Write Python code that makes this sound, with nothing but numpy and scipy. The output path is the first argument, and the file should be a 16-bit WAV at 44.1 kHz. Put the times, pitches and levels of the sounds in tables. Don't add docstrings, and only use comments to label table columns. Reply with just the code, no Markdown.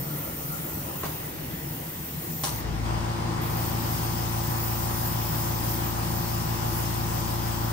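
import sys
import numpy as np
from scipy import signal
from scipy.fft import rfft, irfft, next_fast_len
from scipy.io import wavfile
from scipy.ndimage import uniform_filter1d, map_coordinates

SR = 44100
rng = np.random.default_rng(int(sys.argv[2]) if len(sys.argv) > 2 else 0)


def master_out(mix):
    frames = np.transpose(np.atleast_2d(mix))
    ceiling = np.clip(frames, -1, 1)
    pcm = np.round(ceiling * 32767).astype(np.int16)
    wavfile.write(sys.argv[1], SR, pcm)


N = 340452


def amp(db):
    return 10 ** (np.asarray(db) / 20)


def unit(x):
    return x / np.sqrt(np.mean(x ** 2))


def columns(rows, at, scale=lambda v: v):
    first, *cols = np.transpose(rows)
    return np.array([np.interp(scale(at), scale(first), c) for c in cols])


def wobble(rate, step=1):
    knots = rng.standard_normal(int(N * rate / SR) + 4)
    return map_coordinates(knots, [np.arange(0, N, step) * rate / SR])


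def ramp(t, start_s, length_s):
    return np.clip((t - start_s) / length_s, 0, 1)


# (frequency [Hz], likeness [0-1], phase by which left leads [rad])
STEREO_LIKENESS = [(60, .97, 0), (200, .97, 0), (340, .8, 0), (600, .3, 2), (1500, .35, 2), (2500, .3, 1.8),
                   (7500, .15, 2), (9900, .5, 1), (10400, 1, np.pi), (11900, 1, np.pi), (13000, .75, 5),
                   (13900, 1, 2 * np.pi), (15000, 1, 2 * np.pi), (15800, .55, 7)]


def rush(spectrum, patchy_db):
    grains = signal.stft(rng.standard_normal((2, N)), nperseg=512)[2]
    patches = uniform_filter1d(rng.standard_normal(grains.shape[1:]), 6, axis=0)
    patches = uniform_filter1d(patches, 14, axis=1)
    pair = signal.istft(grains * amp(patchy_db * unit(patches)), nperseg=512)[1][:, :N]
    m = next_fast_len(N)
    a, b = rfft(unit(pair), m)
    hz = np.fft.rfftfreq(m, 1 / SR) + 1
    alike, lead = columns(STEREO_LIKENESS, hz, np.log)
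    turn = np.arccos(np.clip(alike, 0, 1)) / 2
    left = (np.cos(turn) * a + np.sin(turn) * b) * np.exp(1j * lead / 2)
    right = (np.cos(turn) * a - np.sin(turn) * b) * np.exp(-1j * lead / 2)
    levels = amp(columns(spectrum, hz, np.log))
    return np.sqrt(SR / 2) * irfft(levels * [left, right], m)[:, :N]


# (frequency [Hz], left [dB per Hz], right [dB per Hz])
FAN_SPECTRUM = [(25, -78, -78), (45, -74, -76), (65, -67, -68), (75, -59, -60), (86, -66, -67),
                (100, -65, -67), (155, -59, -60), (200, -65, -67), (240, -65, -68), (290, -62, -65),
                (335, -61, -66), (375, -70, -73), (450, -71, -69), (700, -73, -76), (850, -72, -74),
                (1250, -78, -80), (1600, -80, -81), (1950, -76.5, -78), (2250, -81, -82),
                (2900, -81.5, -82.5), (5000, -88, -90), (10400, -93, -93), (12500, -90, -90),
                (16000, -94, -94)]


def fan_rumble():
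    return amp(1.3 * wobble(1.86)) * rush(FAN_SPECTRUM, patchy_db=1.34)


# (frequency [Hz], left [dB per Hz], right [dB per Hz])
BOOM_SPECTRUM = [(100, -79, -79), (138, -55.5, -57.5), (164, -55, -58), (185, -70, -73),
                 (227, -100.5, -103)]


def duct_boom():
    return amp(2.6 * wobble(6)) * rush(BOOM_SPECTRUM, patchy_db=2.0)


# (frequency [Hz], left [dB per Hz], right [dB per Hz])
RUSH_SPECTRUM = [(297, -101, -93), (550, -66.5, -68.5), (874, -85, -79), (1380, -69, -74),
                 (1700, -97, -103), (2500, -110, -110)]
RUSH_DB_PER_S, RUSH_END_S, RUSH_FADE_S = -3.5, 1.2, 0.38


def fading_rush(t):
    fade = amp(RUSH_DB_PER_S * t) * (1 - ramp(t, RUSH_END_S, RUSH_FADE_S))
    return fade * rush(RUSH_SPECTRUM, patchy_db=3.0)


# (frequency [Hz], left relative level [dB], right relative level [dB])
JET_SPECTRUM = [(3000, -100, -100), (5000, -88, -92), (6000, -83, -92), (8000, -83, -89), (9000, -84, -81),
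                (10000, -82, -80), (11000, -76, -76), (12500, -76, -76), (14000, -74, -74),
                (16000, -75, -75)]
# (frequency [Hz], left relative level [dB], right relative level [dB])
SPLASH_SPECTRUM = [(1200, -95, -95), (2600, -85, -85), (3200, -80, -84), (4000, -84, -87), (4800, -77, -84),
                   (5300, -74, -85), (5800, -78, -87), (8000, -80, -86), (10300, -90, -90),
                   (13000, -100, -100)]
# (time [s], level [dB])
SPRAY_LEVEL = [(0.0, -33.5), (0.63, -33), (0.9, -34), (1.17, -34.5), (1.35, -37.5), (1.62, -36.5),
               (1.85, -35), (2.13, -34), (2.45, -32), (2.6, -35), (3.42, -36.5), (3.65, -32.5),
               (3.78, -35.5), (3.95, -33), (4.14, -35.5), (4.66, -30), (4.88, -31), (5.02, -31.5),
               (5.22, -32.5), (5.35, -31), (5.56, -33.5), (5.74, -29.5), (5.92, -34.5), (6.62, -35.5),
               (6.78, -31.5), (6.9, -35), (7.72, -36)]
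# (start [s], end [s], level of splash on the card before flutter [dB])
TRIGGER_HELD = [(-1, 2.6, -54), (3.385, 9, -42)]
OPEN_S, CLOSE_S, AIM_S = .035, .08, .4
LEAK_DB = -30


def airbrush(t):
    held, splash_gain = 0, 0
    for start, end, splash_db in TRIGGER_HELD:
        closing = ramp(t, end, CLOSE_S)
        held = held + ramp(t, start, OPEN_S) - closing
        splash_gain = splash_gain + amp(splash_db) * (ramp(t, start, AIM_S) - closing)
    flutter_db = 0.31 * wobble(13) + .5 * wobble(7)
    jet_db = columns(SPRAY_LEVEL, t) + LEAK_DB * (1 - held) + flutter_db
    jet = amp(jet_db) * unit(rush(JET_SPECTRUM, patchy_db=2.5))
    splash = splash_gain * amp(flutter_db) * unit(rush(SPLASH_SPECTRUM, patchy_db=2.0))
    return jet + splash


# (frequency [Hz], left relative level [dB], right relative level [dB])
RATTLE_SPECTRUM = [(120, -78, -78), (300, -64, -59), (1000, -64, -61), (1400, -66, -78), (2170, -71, -73),
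                   (5000, -89, -78)]
# (frequency [Hz], left relative level [dB], right relative level [dB])
PUFF_SPECTRUM = [(300, -82, -83), (735, -59, -57), (980, -56.5, -57), (1500, -62, -67), (2400, -71, -73),
                 (2900, -65.5, -67), (4650, -61.5, -65), (5100, -65, -75), (5670, -57, -62),
                 (6500, -61.5, -68), (7200, -68, -79), (8550, -61, -64), (11100, -70, -66.5),
                 (16000, -100, -102)]
# (frequency [Hz], relative level before scatter [dB], t60 [s])
BENCH_MODES = [(164, -8, 0.078), (407, -8, 0.027), (607, -14, 0.055), (800, -16.5, 0.075),
               (1073, -4, 0.043), (1277, -17, 0.057), (1600, -21, .04), (1900, -13, 0.025),
               (2820, -19, .03)]
# (time [s], bench ring [dB],
# rattle [dB], puff [dB], t60 of rattle and puff [s], ring left over right [dB])
CONTACTS = [(1.0332, -19.5, -36, -43, .12, 1), (1.042, -23, -36, -58, .25, 2),
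            (1.052, -33, -39, -58, .5, 0), (2.4348, -19, -46, -25.5, .1, -5),
            (2.4415, -28, -46, -25.5, .025, -6), (2.444, -43, -50, -25, .006, 0),
            (2.448, -30, -41, -30, 0.47, 6)]
HISS_S, HISS_END_S, HISS_DB = 2.46, 2.49, -42


def hits(t):
    out = np.zeros((2, N))
    rattle = unit(rush(RATTLE_SPECTRUM, patchy_db=1.0))
    air = unit(amp(1.7 * wobble(500)) * rush(PUFF_SPECTRUM, patchy_db=0.0))
    u = t[:SR // 2]
    for s, ring_db, rattle_db, puff_db, t60, pan_db in CONTACTS:
        at = slice(round(s * SR), round(s * SR) + SR // 2)
        ring = 0
        for hz, level, life in BENCH_MODES:
            scatter_db = rng.normal(0, 0.48, (2, 1))
            ring = ring + amp(level + scatter_db - 60 * u / life) * np.sin(2 * np.pi * hz * u)
        ring_gain = amp(ring_db + np.array([[pan_db / 2], [-pan_db / 2]]))
        tail = amp(-60 * u / t60) * (amp(rattle_db) * rattle[:, at] + amp(puff_db) * air[:, at])
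        out[:, at] += (1 - np.exp(-u / 0.0012)) * ring_gain * ring
        out[:, at] += (1 - np.exp(-u / 0.0004)) * tail
    valve = ramp(t, HISS_S, 0.013) - ramp(t, HISS_END_S, .008)
    return out + amp(HISS_DB) * air * valve


VENT_S, VENT_HZ, VENT_SAG_HZ_PER_S = 2.45, 1005, 600
VENT_DB, VENT_T60_S = -38.5, .7


def vent(t):
    u = np.clip(t - VENT_S, 0, .3)
    cycles = VENT_HZ * u - VENT_SAG_HZ_PER_S * u ** 2 / 2
    whistle = np.sin(2 * np.pi * cycles + 0.73 * wobble(60))
    level = amp(VENT_DB - 60 * u / VENT_T60_S + [[1.5], [-1.5]])
    return level * ramp(u, 0, 0.021) * (1 - ramp(u, .2, .1)) * whistle


START_S, KICK_S = 2.46, 0.055
START_HZ, SPIN_UP_S = 27.75, .6
RUN_HZ, CREEP_HZ_PER_S = 28.441, .0108
SURGE_S, SURGE_HOLD_S, SURGE_FADE_S, SURGE_DB = 2.64, 0.3, 0.22, 9
ROCKING_GROWTH_DB_PER_S = 0.64
THUMP_IDLE_DB, THUMP_FULL_S = -9, 2.67
KNOCK_IDLE_DB, KNOCK_FULL_S, LOAD_S = -10, 2.83, 0.03


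def motor(t):
    full_speed = RUN_HZ + CREEP_HZ_PER_S * (t - START_S)
    speed = START_HZ + (full_speed - START_HZ) * ramp(t, START_S, SPIN_UP_S)
    off_db = -30 * (1 - ramp(t, START_S, KICK_S))
    surge = ramp(t, SURGE_S, 0.018) - ramp(t, SURGE_S + SURGE_HOLD_S, SURGE_FADE_S)
    rocking_db = off_db - 1.0 + SURGE_DB * surge + ROCKING_GROWTH_DB_PER_S * (t - START_S)
    thump_db = off_db + THUMP_IDLE_DB * (1 - ramp(t, THUMP_FULL_S, 0.19))
    knock_db = off_db + 2.0 + KNOCK_IDLE_DB * (1 - ramp(t, KNOCK_FULL_S, LOAD_S))
    return speed, rocking_db, thump_db, knock_db, surge


# (frequency [Hz], left [dB per Hz], right [dB per Hz])
INTAKE_SPECTRUM = [(400, -85, -85), (700, -73, -75), (850, -70, -71), (1050, -70.5, -71.5),
                   (1300, -74, -76), (1650, -77, -79), (1950, -77, -79), (2300, -81, -82), (3200, -81, -84),
                   (4000, -83, -86), (5000, -78, -84), (7000, -87, -92), (9000, -90, -85),
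                   (10400, -99, -99), (16000, -105, -105)]


def intake(t):
    knock_db = motor(t)[3]
    return amp(0.38 * knock_db + 0.7) * rush(INTAKE_SPECTRUM, patchy_db=1.5)


# (multiple of the pull, multiple of the shaft speed, start [s], end [s], boost [dB])
STRAIN_BOOSTS = [(1, 0, 2.47, 2.62, 13), (0, 39, 2.57, 2.81, 12), (0, 22, 2.72, 3.05, 11),
                 (0, 26, 2.71, 2.82, 5), (0, 28, 2.71, 2.84, 8), (0, 38, 2.82, 3.04, 7),
                 (0, 34, 2.87, 3.05, 4)]


def strain(t, pull, k):
    boost_db = 0
    for p, m, start, end, db in STRAIN_BOOSTS:
        if (p, m) == (pull, k):
            boost_db = boost_db + db * (ramp(t, start, .03) - ramp(t, end, 0.041))
    return amp(boost_db)


def tone(cycles, left_db, right_db, lead):
    angle = 2 * np.pi * (cycles % 1) - np.array([[0], [lead]])
    return np.sqrt(2) * amp([[left_db], [right_db]]) * np.cos(angle.astype(np.float32))


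THUMP_BLOWS, KNOCK_BLOWS = (.771, .496, .4, 1.7, .35), (.851, .464, .7, 2.8, .7)


def blow_phase(k):
    first, second, strength, turned, scatter = THUMP_BLOWS if k <= 12 else KNOCK_BLOWS
    both = np.angle(1 + strength * np.exp(-2j * np.pi * k * second))
    return both - 2 * np.pi * k * first + turned + scatter * rng.standard_normal()


# (multiple, left [dB], right [dB], phase by which left leads [rad])
SHAFT_TONES = [(2, -36, -51, -0.7), (3, -41, -45, 0.0), (4, -34, -34, -0.2), (6, -45, -43, 0.0),
               (7, -46, -50, 1.6), (8, -42, -53, -0.5), (9, -57, -60, -1.7), (10, -54, -60, -2.2),
               (11, -60, -58, 1.5), (12, -45, -44, -0.1), (13, -61, -59, -0.5), (14, -56, -66, -0.7),
               (15, -67, -62, 1.9), (16, -54, -79, -2.4), (17, -64, -66, 3.0), (18, -74, -61, -1.4),
               (19, -72, -57, 1.9), (20, -57, -53, -0.8), (21, -74, -60, -2.8), (22, -60, -72, -1.6),
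               (23, -67, -67, -0.1), (24, -55, -64, -2.8), (26, -45, -49, 2.4), (27, -53, -56, -3.1),
               (28, -45, -53, 2.2), (29, -57, -62, -2.3), (30, -53, -50, -0.6), (31, -63, -57, -2.3),
               (32, -48, -57, 2.5), (33, -57, -74, 2.3), (34, -52, -61, 2.5), (35, -49, -52, -1.3),
               (36, -50, -54, 2.3), (37, -50, -70, -1.8), (38, -53, -56, -2.8), (39, -61, -57, -2.4),
               (40, -54, -65, -0.5), (41, -66, -65, 1.9), (42, -61, -56, 0.4), (43, -63, -62, -2.1),
               (44, -70, -60, -2.8), (45, -68, -67, -1.2), (46, -57, -67, 0.0), (47, -65, -65, 1.5),
               (48, -60, -60, -3.1), (50, -62, -63, -0.0), (51, -63, -70, -1.2), (52, -73, -74, -2.7),
               (53, -71, -66, -1.1), (54, -65, -66, 1.6), (56, -68, -69, -0.3), (58, -69, -67, 1.6),
               (59, -71, -71, 3.0), (60, -70, -66, -2.6), (61, -68, -72, -3.0), (62, -64, -70, 2.6),
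               (63, -66, -76, 1.9), (64, -72, -65, -2.7), (65, -66, -74, 2.3), (66, -62, -64, -1.8),
               (68, -70, -74, -2.4), (70, -70, -80, 0.4)]
# (multiple of the pull, multiple of the shaft speed, left [dB], right [dB], left leads [rad])
MAGNETIC_TONES = [(-1, 26, -59, -65, -2.6), (-1, 28, -63, -64, -1.8), (-1, 30, -53, -54, 2.8),
                  (-1, 32, -56, -58, 2.4), (-1, 34, -57, -61, 0.5), (-1, 36, -71, -61, -1.0),
                  (-1, 38, -59, -61, 1.1), (-1, 44, -66, -66, -3.0), (-1, 48, -69, -65, -2.0),
                  (-1, 50, -61, -80, -2.3), (-1, 51, -65, -70, -3.0), (-1, 52, -70, -64, -2.6),
                  (-1, 54, -65, -66, -1.7), (-1, 58, -67, -63, -1.9), (-1, 62, -75, -65, -1.6),
                  (1, 0, -48, -49, 0.1), (1, 2, -56, -67, -0.0), (1, 8, -57, -62, -0.7),
                  (1, 20, -58, -57, -3.0), (1, 22, -61, -52, -2.8), (1, 26, -64, -58, -1.3),
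                  (1, 27, -67, -61, -2.8), (1, 28, -60, -55, 3.0), (1, 30, -56, -58, -2.6),
                  (1, 36, -67, -65, 2.3), (1, 38, -66, -62, -0.3), (1, 40, -60, -63, -1.8),
                  (1, 42, -60, -68, -1.2), (1, 46, -64, -65, 0.0), (1, 50, -72, -59, -2.0),
                  (1, 54, -71, -64, -1.4), (1, 56, -68, -64, -2.7), (1, 62, -74, -65, -0.1),
                  (2, 0, -51, -59, 0.1), (2, 24, -74, -62, 0.9), (2, 27, -71, -62, -1.6),
                  (2, 28, -60, -64, 2.4), (2, 30, -51, -59, -2.6), (2, 32, -61, -66, -1.1),
                  (3, -10, -53, -53, 0.1), (4, 0, -61, -80, 2.2)]
PULL_HZ = 120.03
COARSE = 10


def compressor(t):
    air, running = intake(t), t > START_S
    t = t[::COARSE]
    speed, rocking_db, thump_db, knock_db, surge = motor(t)
    turns = np.cumsum(speed) * COARSE / SR
    shakes = amp(0.65 * np.array([wobble(rate, step=COARSE) for rate in (5, 7, 10, 11, 21)]))
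    tilt_db = [[-1.2], [5.5]] * surge
    rocking = amp(rocking_db + tilt_db) * amp(0.44 * wobble(4, step=COARSE))
    thumps, knocks = amp(thump_db + 1.24) * shakes, amp(knock_db + 0.3) * shakes

    def shaking(k):
        return (thumps if k <= 12 else knocks)[round(k) % len(shakes)]

    out = np.zeros((2, len(t)))
    for k, *heard in SHAFT_TONES:
        drive = rocking if k <= 2 else shaking(k)
        cycles = k * turns + blow_phase(k) / (2 * np.pi)
        out += drive * strain(t, 0, k) * tone(cycles, *heard)
    for pull, k, *heard in MAGNETIC_TONES:
        cycles = pull * PULL_HZ * t + k * turns + rng.random()
        out += shaking(k) * strain(t, pull, k) * tone(cycles, *heard)
    out += amp(thump_db - 52) * np.cos(2 * np.pi * turns)
    return running * (signal.resample_poly(out, COARSE, 1, axis=1)[:, :N] + air)


def scene():
    t = np.arange(N) / SR
    background = fan_rumble() + duct_boom() + fading_rush(t)
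    return background + airbrush(t) + hits(t) + vent(t) + compressor(t)


TOP_HZ = 15750


def record(dry):
    m = next_fast_len(N + 8192)
    passed = np.fft.rfftfreq(m, 1 / SR) < TOP_HZ
    return irfft(rfft(dry, m) * passed, m)[:, :N]


dry = scene()
out = record(dry)
master_out(out)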